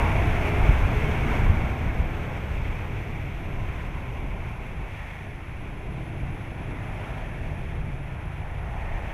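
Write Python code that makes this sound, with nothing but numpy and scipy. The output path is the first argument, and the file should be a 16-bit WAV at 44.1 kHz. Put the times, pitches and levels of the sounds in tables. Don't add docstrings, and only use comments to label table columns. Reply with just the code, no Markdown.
import sys
import numpy as np
from scipy import signal
from scipy.fft import rfft, irfft
from scipy.io import wavfile
from scipy.ndimage import uniform_filter1d

SR = 44100
rng = np.random.default_rng(int(sys.argv[2]) if len(sys.argv) > 2 else 0)


def transcribe(u):
    v = np.clip(np.atleast_2d(u).T, -1, 1)
    q = np.round(v * 32767).astype(np.int16)
    wavfile.write(sys.argv[1], SR, q)


N = 402633
T = np.arange(N) / SR
HZ = np.maximum(np.fft.rfftfreq(N, 1 / SR), 1)

# time in seconds, hiss level in dB.
FAN_LEVELS = [(0, -35.5), (.3, -37.5), (1.2, -38.3), (1.9, -43.5), (2.6, -44), (3.3, -46), (4.6, -48),
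              (5.6, -49.5), (7.4, -47.5), (8.3, -51), (9.13, -49.5)]
# centre in seconds, standard deviation in seconds, rise in dB.
GUST_EVENTS = [(.72, 0.11, 2.5), (1.5, 0.1, 6.5), (2.02, .1, 3.5), (2.68, 0.11, 5.5), (3.75, 0.23, 2.5),
               (4.95, 0.24, -4), (5.7, 0.13, 0.5), (6.5, .17, -2.5), (6.9, 0.099, 2), (7.77, 0.2, 4.5),
               (8.95, 0.21, 5.5)]
# frequency in Hz, relative density in dB per Hz.
DEEP_SPECTRUM = [(10, -8), (20, -1), (45, -1.5), (70, -1.5), (98, 0), (125, -12), (180, -25), (400, -65)]
DEEP_SPLIT_HZ, DEEP_SPLIT_ORDER = 62.0, 8


def undb(db):
    return 10 ** (np.asarray(db) / 20)


def curves(table):
    s, *columns = np.transpose(table)
    return [uniform_filter1d(np.interp(T, s, c), SR // 10) for c in columns]


def bells(table):
    rows = np.array(table)
    centre_s, spread_s = rows[:, :1], rows[:, 1:2]
    return rows[:, 2:].T @ np.exp(-.5 * ((T - centre_s) / spread_s) ** 2)


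def colour(points):
    hz, db = np.transpose(points)
    return undb(np.interp(np.log(HZ), np.log(hz), db, left=-120, right=-120))


def noise(gain, low_hz, high_hz):
    power = np.sum(gain[(HZ > low_hz) & (HZ < high_hz)] ** 2) * 2 / N
    return rfft(rng.standard_normal(N)) * gain / np.sqrt(power)


def below(hz, order=6):
    return 1 / (1 + (HZ / hz) ** order)


def walk(rate):
    k = max(int(SR / rate), 1)
    steps = np.repeat(rng.standard_normal(N // k + 1), k)
    return 1.24 * uniform_filter1d(uniform_filter1d(steps, k), k)[:N]


def scattered_tone(hz, width_hz):
    phase = 2 * np.pi * np.cumsum(hz * np.ones(N)) / SR
    tone = walk(2 * width_hz) * np.cos(phase) + walk(2.3 * width_hz) * np.sin(phase)
    return tone / np.std(tone)


def beamed(far_db, slope):
    # time in seconds, level in dB.
    exhaust_levels = [(0, -30.5), (.4, -32), (1.45, -34), (2.2, -40), (3, -43.5), (4.4, -45), (5.3, -47.5),
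                      (6.7, -44.5), (7.7, -45), (9.13, -45)]
    reference_db = -45
    return far_db + slope * (curves(exhaust_levels)[0] - reference_db)


def shimmer(x, count=20):
    depth_db, rate_hz, spacing_octaves = 0.6, 6, 0.1984
    spectrum, octaves, out = rfft(x), np.log2(HZ / 280), x
    for k in range(count):
        patch = np.maximum(1 - np.abs(octaves / spacing_octaves - k), 0)
        change = undb(depth_db * walk(rate_hz)) - 1
        out = out + irfft(spectrum * patch, N) * change
    return out


def wind():
    final_db, fall_db, half_fall_s = -37.5, 10.5, 2.17
    (gust_db,) = bells(GUST_EVENTS)
    breeze_db = final_db + fall_db / (1 + (T / half_fall_s) ** 4)
    wind_db = breeze_db + gust_db + 1.24 * walk(10)
    gain = colour(DEEP_SPECTRUM) * np.sqrt(below(DEEP_SPLIT_HZ, DEEP_SPLIT_ORDER))
    return irfft(noise(gain, 20, 62), N) * undb(wind_db)


def buffets():
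    # centre in seconds, peak level in dB, pitch in Hz.
    thumps = [(0.278, -12.5, 82.6), (0.629, -13, 40), (0.695, -5.5, 63), (.857, -16, 45), (1.502, -8, 64),
              (1.866, -19, 70), (2.0, -16.5, 44.6)]
    out = np.zeros(N)
    for s, db, hz in thumps:
        turn = 2 * np.pi * hz * (T - s)
        out += undb(db) * turn * np.exp((1 - turn ** 2) / 2)
    return out


def whine():
    # time in seconds, pitch in Hz, level in dB.
    nearest = [(0, 11080, -64), (.8, 11300, -68.5), (1.7, 11650, -73), (2.6, 11680, -77), (4.2, 11100, -74),
               (5.3, 10780, -74.5), (6.1, 10830, -71.5), (7.2, 10850, -71.5), (9.13, 11000, -74)]
    first_hz, first_db = curves(nearest)
    turbines = [(first_hz, first_db),
                (first_hz + 780 - 60 * T, -70 - 2 * T),
                (10170, first_db - 4)]
    out = 0
    for hz, db in turbines:
        hump, skirt = scattered_tone(hz, width_hz=260), scattered_tone(hz, width_hz=640)
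        flicker_db = 1.5 * walk(50)
        out = out + (undb(-5.5) * hump + undb(-1.7) * skirt) * undb(db + flicker_db)
    return out


def drone():
    # time in seconds, pitch in Hz, level in dB.
    hum_track = [(0, 421, -42), (.55, 416, -43), (1.2, 416.6, -48), (1.8, 416, -54), (2.8, 412, -53.5),
                 (3.5, 403, -53), (4.3, 384, -54), (5, 379.6, -60), (9.13, 381, -75)]
    hz, db = curves(hum_track)
    return scattered_tone(hz, width_hz=4) * undb(db)


def sweeping_lobes():
    # centre in seconds, standard deviation in seconds, pitch in Hz, width in Hz, peak level in dB.
    lobe_tones = [(0, 0.11, 958, 220, -30.5), (0, 0.22, 2275, 116, -43), (0.096, 0.29, 671, 70, -37.5),
                  (.1, 0.18, 428, 8.3, -40.5), (1.15, 0.19, 431, 8, -39.5), (1.2, 0.75, 2200, 136, -46.5),
                  (1.45, 0.4, 225.4, 44.5, -38.5), (1.45, .2, 1126, 126, -46), (2.35, .3, 530, 85, -51),
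                  (3.499, 0.44, 330.6, 35, -53), (4, .6, 1030, 90, -53), (5.1, 0.21, 1856, 250, -51),
                  (6.1, 0.6, 314.2, 55, -51), (7.1, 0.38, 641, 79, -51), (7.3, 0.65, 1772, 205, -53),
                  (7.953, 0.47, 142, 24.3, -41), (9, 0.42, 790, 255, -45), (9.1, 0.52, 1860, 170, -50.5)]
    out = np.zeros(N)
    for s, spread_s, hz, width_hz, peak_db in lobe_tones:
        envelope = np.exp(-.5 * ((T - s) / spread_s) ** 2)
        out += scattered_tone(hz, width_hz) * undb(peak_db) * envelope
    return out


def fan_hiss(treble_db):
    # frequency in Hz, relative density in dB per Hz.
    hiss_spectrum = [(1300, -33), (1850, -5), (2230, 1), (2650, -4), (3000, -12.5), (3400, -14),
                     (4200, -27), (4800, -30), (5400, -26), (6400, -27.5), (7200, -32), (10200, -33),
                     (12700, -37), (15500, -37.5)]
    # centre in Hz, full width at half the rise in Hz, rise in dB.
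    blade_humps = [(3230, 370, 1.5), (4450, 260, 3), (6200, 230, 3.5), (8300, 380, 0.5), (13950, 700, 4)]
    (fan_db,) = curves(FAN_LEVELS)
    humps_db = sum(rise / (1 + (2 * (HZ - hz) / width) ** 2) for hz, width, rise in blade_humps)
    hiss = noise(colour(hiss_spectrum) * undb(humps_db), 1900, 3600)
    flutter_db = .4 * walk(25) + .6 * walk(110)
    return irfft(hiss, N) * undb(fan_db + treble_db + flutter_db)


def core_boom(bass_db):
    # frequency in Hz, relative density in dB per Hz.
    core_spectrum = [(70, -20.5), (105, -3), (130, 1.5), (160, -3), (200, -11.5), (300, -46)]
    core_db = beamed(far_db=-39.5, slope=0.53) + bass_db + 1.1 * walk(9)
    return irfft(noise(colour(core_spectrum), 110, 190), N) * undb(core_db)


def exhaust_rumble():
    gust_share = 0.18
    (gust_db,) = bells(GUST_EVENTS)
    exhaust_db = beamed(far_db=-38.5, slope=0.89) + gust_share * gust_db + 0.77 * walk(9)
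    gain = colour(DEEP_SPECTRUM) * np.sqrt(1 - below(DEEP_SPLIT_HZ, DEEP_SPLIT_ORDER))
    return irfft(noise(gain, 62, 115), N) * undb(exhaust_db)


def roar(bass_db, treble_db):
    # frequency in Hz, relative density in dB per Hz.
    jet_spectrum = [(120, -6), (200, 5), (340, 2.5), (450, -0.5), (540, -1.5), (680, 1.5), (860, -0.5),
                    (1040, -3), (1180, -7), (1450, -5.5), (1750, -9), (2100, -15), (3500, -40)]
    fan_share = 0.23
    (fan_db,) = curves(FAN_LEVELS)
    large_db = beamed(far_db=-45, slope=0.76) + bass_db
    middle_db = beamed(far_db=-48, slope=0.82) + 0.61 * bass_db + 1.08 * treble_db
    fine_db = beamed(far_db=-51.5, slope=1 - fan_share) + treble_db
    fine_db = fine_db + fan_share * (fan_db - np.median(fan_db))
    jet = colour(jet_spectrum)
    low, high = below(546), 1 - below(1094)
    eddies = [(low, (200, 550), large_db),
              (1 - low - high, (550, 1050), middle_db),
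              (high, (1050, 1800), fine_db)]
    out = np.zeros(N)
    for share, band_hz, db in eddies:
        eddy_noise = irfft(noise(jet * np.sqrt(np.abs(share)), *band_hz), N)
        out += eddy_noise * undb(db + 0.77 * walk(20))
    return out


def scene():
    # centre in seconds, standard deviation in seconds, bass rise in dB, treble rise in dB.
    air_swells = [(.67, 0.061, 1.5, 1), (1.35, 0.042, 1, 2.5), (3.75, 0.099, 0, 1.3), (5.04, 0.13, -4, 3),
                  (5.48, 0.086, -3.5, 0), (7.05, 0.13, 1.1, 2), (8.35, 0.24, -3.5, 0.8), (9, 0.17, -1, 3.5)]
    bass_db, treble_db = bells(air_swells)
    on_microphone = wind() + buffets()
    tones = whine() + drone() + sweeping_lobes()
    low_exhaust = core_boom(bass_db) + exhaust_rumble()
    through_air = shimmer(fan_hiss(treble_db) + roar(bass_db, treble_db))
    return (on_microphone + tones + low_exhaust + through_air)[None]


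def record(dry):
    sos = signal.ellip(10, .1, 80, 15400, fs=SR, output="sos")
    return signal.sosfilt(sos, dry)


dry = scene()
out = record(dry)
transcribe(out)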